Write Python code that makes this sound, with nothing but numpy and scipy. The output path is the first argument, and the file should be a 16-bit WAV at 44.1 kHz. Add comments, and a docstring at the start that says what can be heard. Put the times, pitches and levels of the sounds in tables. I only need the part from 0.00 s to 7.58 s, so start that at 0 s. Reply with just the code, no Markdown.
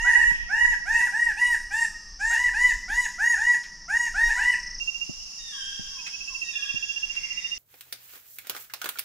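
"""A rainforest, heard from two spots in turn. At the first, birds of paradise shout overlapping "wah" calls,
harmonic tones on an arch of pitch, which trunks and leaves scatter over a cicada drone, a small bird's
quick chips and low rumble on the microphone. Then, abruptly, the second spot: louder cicadas, a fast
piping trill already under way, and far falling whistles. A few soft thumps sound at both."""
import sys
import numpy as np
from scipy import signal
from scipy.fft import rfft, irfft
from scipy.io import wavfile
from scipy.ndimage import map_coordinates

SR = 44100
rng = np.random.default_rng(int(sys.argv[2]) if len(sys.argv) > 2 else 0)


def log_audio(samples):
    """Write samples as a 16-bit WAV file to the path given in sys.argv[1]."""
    # one column per channel
    frames = np.atleast_2d(samples).T
    # limit to full scale, then quantise
    limited = np.clip(frames, -1, 1)
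    pcm = np.round(limited * 32767).astype(np.int16)
    wavfile.write(sys.argv[1], SR, pcm)


N = 334278
TIME = np.arange(N) / SR
SECOND_SPOT_S = 4.799


def undb(db):
    """Amplitude ratio of a level in decibels."""
    return 10 ** (np.asarray(db) / 20)


def unit(x):
    """Normalisation to an RMS of one."""
    return x / np.sqrt(np.mean(x ** 2))


def curve(rows, column=1):
    """Linear interpolation of a table column in time."""
    return np.interp(TIME, np.array(rows)[:, 0], np.array(rows)[:, column])


def gain_at(hz, points):
    """Spectral envelope through (Hz, dB) points, falling 60 dB an octave above the last."""
    f, db = np.transpose(points)
    octave = np.log2(np.maximum(hz, 1))
    return undb(np.interp(octave, np.log2(f), db) - 60 * np.maximum(octave - np.log2(f[-1]), 0))


def noise(points, size=N):
    """Spectral shaping of uncorrelated left and right noise, at unit RMS."""
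    white = rfft(rng.standard_normal((2, size)))
    return unit(irfft(white * gain_at(np.fft.rfftfreq(size, 1 / SR), points), size))


def walk(rate, size=N):
    """Smooth random modulation: `rate` values a second, with a spread near 1."""
    steps = np.arange(size) * rate / SR
    return map_coordinates(rng.standard_normal(size // 8 + 4), [steps], order=3, mode="wrap")


def add(track, s, sound):
    """Superposition of a sound on a track at s seconds."""
    i = int(s * SR)
    lo, hi = max(i, 0), min(i + sound.shape[-1], N)
    if hi > lo:
        track[..., lo:hi] += sound[..., lo - i:hi - i]


def fade(t, attack, release):
    """Amplitude envelope with quarter-sine ends."""
    rise = np.sin(np.pi / 2 * np.clip(t / attack, 0, 1))
    return rise * np.sin(np.pi / 2 * np.clip((t[-1] - t) / release, 0, 1))


def knocks(rows, spectrum, attack, t60):
    """Exponential decay of a noise burst at each (s, dB) row."""
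    out, t = np.zeros((2, N)), np.arange(8192) / SR
    for s, db in rows:
        add(out, s, noise(spectrum, len(t)) * np.minimum(t / attack, 1) * undb(db - 60 * t / t60))
    return out


def whistle(length, pitches_hz, attack, release, waver, octave_db=-70):
    """Frequency modulation: a sine and its octave glide through pitches evenly spaced in time."""
    t = np.arange(int(length * SR)) / SR
    glide = np.interp(t, np.linspace(0, length, len(pitches_hz)), pitches_hz)
    hz = glide * (1 + waver * walk(197.5, 32768)[:len(t)])
    phase = 2 * np.pi * np.cumsum(hz) / SR
    return (np.sin(phase) + undb(octave_db) * np.sin(2 * phase)) * fade(t, attack, release)


def forest(x, early_db, early_t60, late_db, late_t60, treble_db=0, blocked_db=0):
    """Scattering: near leaves echo early, far trunks late; foliage can turn direct treble to scatter."""
    t = np.arange(int(1.5 * SR)) / SR
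    early, late = rng.standard_normal((2, 2, len(t))) * undb(4.2 * rng.standard_normal((2, 2, len(t))))
    early = unit(early * undb(-60 * t / early_t60) * np.minimum(t / 0.004, 1))
    late = unit(late * undb(-60 * t / late_t60) * np.minimum(t / 0.025, 1))
    echoes = (undb(early_db) * early + undb(late_db) * late) / np.sqrt(len(t))
    scatter = signal.fftconvolve(x[None], echoes, axes=1)[:, :N]
    treble = np.clip((np.fft.rfftfreq(N, 1 / SR) - 2000) / 4000, 0, 1)
    return irfft(rfft(x) * undb(blocked_db * treble) + rfft(scatter) * undb(treble_db * treble), N)


# Forest air at each spot. Each row: frequency in Hz, relative spectral density in dB.
FIRST_AIR = [(60, 2.5), (110, -6.5), (170, 3), (300, -7.5), (520, -14.5), (1000, -9.5), (2500, -17),
             (4000, -17), (8000, -45), (11000, -37), (15000, -44)]
SECOND_AIR = [(60, 1), (110, -13), (175, 1), (300, -11), (520, -13), (1050, -7), (1400, -12.5),
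              (2500, -7.5), (4000, -7), (7500, -11), (10200, -15), (12000, -21), (15000, -23)]
def forest_air(spectrum, level_db, drift_db, drift_rate):
    """Ambient noise: a broad band whose level drifts slowly."""
    return noise(spectrum) * undb(level_db + drift_db * walk(drift_rate))


# Course of the rumble. Each row: time in seconds, relative level in dB.
RUMBLE_LEVELS = [(0, -45), (0.45, -41), (0.6, -43.5), (1.0, -44), (1.15, -57.5), (1.35, -44.5),
                 (1.7, -46.5), (2.3, -48), (2.8, -34), (3.0, -47.5), (3.7, -55), (4.25, -41.5), (4.76, -42),
                 (4.88, -57), (5.3, -56.5), (5.8, -55), (6.5, -63.5), (7.55, -56)]
def rumble(gain_db=2.5, gust_db=5, gust_rate=14):
    """Low-frequency noise: air and handling shake the microphone in uneven gusts."""
    db = curve(RUMBLE_LEVELS) + gain_db + gust_db * walk(gust_rate)
    return noise([(8, -15), (26, -1.5), (45, -10.5), (70, -23.5), (120, -48.5)]) * undb(db)


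# Soft knocks. Each row: start in seconds, mid level in dB, side over mid in dB.
CAMERA_KNOCKS = [(.315, -38.5, 2), (1.009, -43, 5), (2.896, -40, 0), (5.091, -35.5, 14), (5.792, -37, 11),
                 (6.741, -39, 10)]
def thumps():
    """Damped impacts on the camera; the later ones drive its two microphones in antiphase."""
    spectrum = [(30, -14), (70, -3.5), (130, 4.5), (260, -1.5), (450, -22), (750, -14)]
    mid_rows = [(s, db) for s, db, _ in CAMERA_KNOCKS]
    side_rows = [(s, db + side_db) for s, db, side_db in CAMERA_KNOCKS]
    mid = knocks(mid_rows, spectrum, attack=0.0044, t60=0.059)[0]
    side = knocks(side_rows, spectrum, attack=0.0028, t60=0.067)[0]
    return np.array([mid + side, mid - side])


# Crackling leaves. Each row: start in seconds, level in dB.
LEAF_CRACKLES = [(3.635, -40), (6.065, -36.5), (7.15, -41.5)]
def leaf_crackles():
    """Transients: leaves give off bright bursts of noise that die away."""
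    spectrum = [(400, -22), (1000, -10), (2100, 2), (4000, -5), (9000, -15), (14000, -33)]
    return knocks(LEAF_CRACKLES, spectrum, attack=0.0018, t60=0.18)


# Hisses among the trees. Each row: start and length in seconds, centre in Hz, level in dB.
HISS_BANDS = [(0.179, 0.4, 2490, -46), (3.0, 0.46, 2600, -61), (5.351, 0.52, 7870, -58),
              (6.207, 0.61, 8100, -60.5), (7.048, 0.53, 2080, -47)]
def hisses():
    """Band-limited noise swells and fades."""
    out = np.zeros((2, N))
    for s, length, hz, db in HISS_BANDS:
        t = np.arange(int(length * SR)) / SR
        band = [(hz * 0.62, -25), (hz * 0.99, -4), (hz, 0), (hz * 1.28, -5), (hz * 1.58, -22)]
        add(out, s, noise(band, len(t)) * undb(db) * fade(t, 0.21, 0.26))
    return out


# Timbre of the chorus. Each row: frequency in Hz, relative spectral density in dB.
CHORUS_SPECTRUM = [(3600, -37.5), (4300, -17.5), (4750, -4), (5450, 4.5), (5950, -1.5), (6250, -0.5),
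                   (6550, -31.5), (7200, -40)]
# Course of the chorus. Each row: time in seconds, level in dB.
CHORUS_LEVELS = [(0, -47.5), (2.1, -43), (3.8, -44.5), (4.79, -40), (4.81, -41), (6, -39), (7.58, -40.5)]
def cicada_chorus():
    """Incoherent summation: many far tymbals merge into one shimmering band."""
    return noise(CHORUS_SPECTRUM) * undb(curve(CHORUS_LEVELS) + 0.64 * walk(45) + 0.23 * walk(1.1))


def lone_cicada():
    """Amplitude modulation of a narrow band: one insect's thin, throbbing tone above the chorus."""
    band = noise([(6300, -48), (6680, -10), (6785, 0.5), (6900, -12), (7200, -27)])
    return band * undb(-53 + 1.4 * walk(28) + 0.83 * walk(1.76))


# Far whistles. Each row: start and length in seconds; first, middle and last pitch in Hz;
# relative level in dB; octave over fundamental in dB.
FAR_WHISTLES = [(5.384, 0.2, 1865, 1825, 1650, -51.5, 2.5), (5.518, .23, 1655, 1568, 1662, -47.5, 7),
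                (6.435, 0.13, 1893, 1845, 1780, -51, 1.5), (6.449, 0.17, 2844, 2453, 2470, -46, -29),
                (6.529, 0.1966, 1756, 1629, 1713, -47, 5.5), (7.193, 0.27, 2165, 2000, 1993, -49, -42),
                (7.36, .203, 1890, 1820, 1843, -56.5, 1)]
# Short pitch slides: two bright overtone glides of the wah calls, then faint nearer whistles.
# Each row: start and length in seconds; first, middle and last pitch in Hz; level in dB.
PITCH_SLIDES = [(0.923, 0.0695, 2407, 2655, 2700, -32), (4.524, 0.032, 2850, 2620, 2160, -29),
                (1.668, 0.11, 1237, 1230, 1152, -64), (1.866, 0.26, 1234, 1300, 1110, -66),
                (3.74, .17, 7330, 7200, 7230, -67), (5.515, 0.069, 1270, 1143, 1000, -55),
                (5.9, .17, 1180, 1027, 868, -56.5), (6.282, 0.069, 1204, 1094, 910, -50.5),
                (6.58, 0.15, 1150, 1180, 1116, -58.5)]
def whistles_and_slides(far_gain_db=-4.5):
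    """Direct-to-reverberant ratio: whistles deep in the trees are mostly echo, short slides less so."""
    far, slides = np.zeros((2, N))
    for s, length, *pitches_hz, db, octave_db in FAR_WHISTLES:
        note = whistle(length, pitches_hz, attack=0.0078, release=0.073, waver=0.0091, octave_db=octave_db)
        add(far, s, undb(db + far_gain_db) * note)
    for s, length, *pitches_hz, db in PITCH_SLIDES:
        add(slides, s, undb(db) * whistle(length, pitches_hz, attack=0.049, release=0.022, waver=0.005))
    return (forest(far, early_db=6, early_t60=0.16, late_db=8, late_t60=2.1, treble_db=7)
            + forest(slides, early_db=-2.5, early_t60=0.5, late_db=-1.5, late_t60=0.47))


def chipping_bird(start_s=4.478, gap_s=0.0376, level_db=-31, soft_start_db=7, swell_s=0.21):
    """A periodic train of steep downward sweeps: a small bird's chips swell, then hold."""
    out = np.zeros(N)
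    for age in np.arange(0, SECOND_SPOT_S - start_s, gap_s):
        db = level_db - soft_start_db * max(1 - age / swell_s, 0)
        chip = whistle(0.0157, [6550, 5600, 5050], attack=0.013, release=0.0038, waver=0.0022)
        add(out, start_s + age, undb(db) * chip)
    return forest(out, early_db=-14, early_t60=0.15, late_db=-27, late_t60=0.7, treble_db=-10)


def trill(start, stop, level_db, top_hz, count=24, soft_db=11.5, swell_s=0.43, flat_hz=250, settle_s=0.5):
    """A pulse train of rounded pips: it starts soft and flat, and nears its pitch exponentially."""
    out = np.zeros(N)
    gaps = 0.06758 + 0.0000467 * (np.arange(count) - 11.7) ** 2  # seconds; quickest in the middle
    for age, (push, stray) in zip(np.cumsum(gaps) - gaps, rng.standard_normal((count, 2))):
        db = level_db - soft_db * max(1 - age / swell_s, 0) + 1.4 * push
        hz = top_hz - flat_hz * np.exp(-age / settle_s) + 12 * stray
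        if start + age < stop:
            pip = whistle(0.033, [hz * 0.985, hz, hz * 0.995], attack=0.0077, release=0.018, waver=0.0022)
            add(out, start + age, undb(db) * pip)
    return out


# The near bird's trills, heard only at the second spot.
# Each row: start and stop in seconds, relative level in dB, target pitch in Hz.
NEAR_TRILLS = [(3.763, 5.05, -26, 2807), (5.984, 7.55, -27, 2807)]
def piping_birds(far_db=-47, far_hz=2772, far_pips_per_s=14.7, pan_db=-10, left_lag_s=0.000235):
    """Time and level differences set one bird to the right; reverberation blurs a farther one's trill."""
    near, far = sum(trill(*row) for row in NEAR_TRILLS), np.zeros(N)
    for s in np.arange(SECOND_SPOT_S, N / SR, 1 / far_pips_per_s):
        pip = whistle(0.021, [far_hz, far_hz], attack=0.0026, release=0.025, waver=0.018)
        add(far, s + 0.053, undb(far_db) * pip)
    left, right = forest(near, early_db=-9, early_t60=0.12, late_db=-10, late_t60=0.82)
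    late_left = np.interp(TIME - left_lag_s, TIME, left)
    panned = np.array([late_left, right]) * undb([[pan_db / 2], [-pan_db / 2]])
    return panned + forest(far, early_db=8.5, early_t60=0.43, late_db=-2, late_t60=2.5)


# Envelope of the rasp, harmonics 4 to 16. Each row: frequency in Hz, gain in dB.
RASP_SPECTRUM = [(2600, 1), (3800, -7), (4700, -5), (5800, -2.5), (6700, 2), (7700, -2), (9600, -4.5),
                 (10700, -10.5), (12000, -14.5), (15000, -29)]
# The calls. Each row: start, crest and end in seconds; the pitch at each in Hz; loudest moment in seconds;
# base levels of harmonic 2, harmonic 3 and rasp in dB; beak resonance in Hz; roughness from 0 to 1.
WAH_CALLS = [(-.05, 0.067, .17, 700, 970.5, 770, .086, -22, -38, -51, 6560, 0.4),
             (0.04, .175, .25, 660, 961, 826, .161, -16, -42, -47, 6170, 0.23),
             (0.156, 0.276, .32, 750, 955, 760, .278, -19.5, -46, -50.5, 6830, .4),
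             (0.486, 0.617, .665, 671.7, 956.7, 757, .623, -19.5, -40.5, -52.5, 6650, 0),
             (0.553, .658, .755, 731.7, 965.4, 752, .69, -21, -47, -51.5, 6800, 0.12),
             (.852, .96, 1.025, 646, 941, 740, .96, -21, -44.5, -46, 6530, 0.06),
             (0.929, 1.031, 1.088, 762.5, 970, 650, 1.01, -23.5, -47, -45.5, 9000, .6),
             (1.117, 1.217, 1.328, 719, 950, 740, 1.231, -19.5, -45.5, -49, 8280, 0),
             (1.363, 1.428, 1.49, 726.5, 977.6, 943, 1.423, -24.5, -38, -43.5, 9700, .05),
             (1.427, 1.497, 1.562, 952, 961.3, 729, 1.519, -19, -45, -43, 8670, 0),
             (1.703, 1.819, 1.865, 755, 931, 790, 1.825, -22, -39, -42, 7550, 0.2),
             (2.191, 2.328, 2.375, 731, 939.3, 728, 2.345, -20.5, -43.5, -41.5, 7000, .5),
             (2.301, 2.43, 2.50, 648, 984, 830, 2.46, -21, -39.5, -45.5, 7000, 0.4),
             (2.531, 2.647, 2.73, 734, 991, 809, 2.66, -16.5, -39.5, -42, 6570, 0.42),
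             (2.877, 3.01, 3.075, 674, 985, 732, 3.0, -20.5, -41.5, -43, 6460, 0.22),
             (3.18, 3.284, 3.362, 644, 956.7, 791, 3.279, -17, -44.5, -44, 6400, 0),
             (3.363, 3.498, 3.562, 700, 967.7, 762, 3.48, -19, -44.5, -44.5, 6800, .15),
             (3.879, 4.001, 4.092, 641, 959.5, 861, 3.963, -20, -44.5, -46, 6700, 0.02),
             (4.137, 4.25, 4.335, 650, 941.5, 853, 4.215, -18.5, -42.5, -44, 6160, 0.04),
             (4.28, 4.39, 4.46, 719.4, 984, 823, 4.312, -24, -42, -46, 7360, .8),
             (4.368, 4.499, 4.552, 664, 985.4, 800, 4.495, -17, -36, -46.5, 8370, .7)]
def paradise_birds(fundamental_db=-36, peak_db=7, peak_width_s=0.017, beak_db=7, beak_width_hz=400,
                   hoarse_db=-42):
    """Source and filter: arched calls, led by harmonic 2, hoarse on the flanks, bright at the crest."""
    out = np.zeros(N)
    k = np.arange(1, 17)[:, None]  # harmonic numbers
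    for (start, crest, end, start_hz, crest_hz, end_hz, peak_s,
         second_db, third_db, rasp_db, beak_hz, roughness) in WAH_CALLS:
        t = np.arange(int(max(end - start, 0.03) * SR)) / SR
        before = np.clip(1 - t / max(crest - start, 0.01), 0, 1) ** 2.5
        after = np.clip((start + t - crest) / max(end - crest, 0.01), 0, 1) ** 3.4
        flank = before + after  # 1 at either end, 0 at the crest
        shake, flutter, turn = (walk(rate, 16384)[:len(t)] for rate in (700, 110, 35))
        hz = crest_hz + (start_hz - crest_hz) * before + (end_hz - crest_hz) * after
        jitter = (0.0017 + 0.0072 * flank) * shake
        phase = 2 * np.pi * np.cumsum(hz * (1 + jitter)) / SR
        # the open beak lifts one overtone; each flares and fades on its own
        resonance_db = beak_db / (1 + ((k * hz - beak_hz) / beak_width_hz) ** 2)
        flares, bursts = (np.array([walk(rate, 16384)[:len(t)] for _ in k]) for rate in (24, 800))
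        db = rasp_db + resonance_db - 12 * before - 6 * after + 3 * flares
        # where the voice is rough the overtones break up into fast, uneven bursts
        rough = np.clip(1.2 * flank + roughness, 0, 1)
        gain = gain_at(k * hz, RASP_SPECTRUM) * undb(db) * (np.sqrt(1 - rough) + np.sqrt(rough) * bursts)
        # the lowest three harmonics follow envelopes of their own; the second peaks briefly
        lift_db = peak_db * np.exp(-((start + t - peak_s) / peak_width_s) ** 2)
        gain[0] = undb(fundamental_db - 7 * (np.sqrt(flank) + after))
        gain[1] = undb(second_db + lift_db - 7 * np.sqrt(flank) - 9 * before ** 2 + 2.5 * flutter)
        gain[2] = undb(third_db + 3 * turn)
        voice = (gain * np.sin(k * phase)).sum(0)
        # the voice cracks into a rough scrape as the pitch collapses
        scrape = noise([(600, -50.5), (1250, -26.5), (1800, 2), (2300, 2), (2750, 4), (3050, -5)], 16384)
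        hoarse = scrape[0, :len(t)] * undb(hoarse_db) * (np.sqrt(after) + 0.22 * before + 0.08)
        add(out, start, (voice + hoarse) * fade(t, 0.022, 0.016))
    return forest(out, early_db=-2, early_t60=0.34, late_db=-10, late_t60=0.94, treble_db=1, blocked_db=-5)


# Stereo image at the first spot. Each row: time in seconds, side gain in dB, left minus right in dB.
STEREO_IMAGE = [(0, 1, -3.5), (.65, 0, -1.5), (1.2, -8.5, -1.4), (1.8, -35, 0), (4.3, -94, 0),
                (4.8, -58, 0)]
def narrow(x):
    """Mid-side scaling: the image starts wide, leaning right, and shrinks to the centre."""
    mid = (x[0] + x[1]) / 2
    side = (x[0] - x[1]) / 2 * undb(curve(STEREO_IMAGE))
    lean_db = curve(STEREO_IMAGE, column=2) / 2
    return np.array([mid + side, mid - side]) * undb([lean_db, -lean_db])


def scene():
    """Superposition of the sources at two forest spots, one straight after the other."""
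    both = leaf_crackles() + rumble() + thumps() + whistles_and_slides() + hisses()
    first = paradise_birds() + chipping_bird() + cicada_chorus()
    first += forest_air(FIRST_AIR, level_db=-55, drift_db=1, drift_rate=3.1)
    insects = (cicada_chorus() + lone_cicada()) * undb([[-0.8], [1.8]])
    second = insects + piping_birds()
    second += forest_air(SECOND_AIR, level_db=-52.5, drift_db=0.5, drift_rate=1.9)
    return np.where(TIME < SECOND_SPOT_S, narrow(first + both), second + both)


def record(dry, top_hz=15600):
    """Low-pass filtering: the camera cuts the highest treble."""
    return signal.sosfilt(signal.ellip(8, 0.2, 80, top_hz, fs=SR, output="sos"), dry)


dry = scene()
out = record(dry)
log_audio(out)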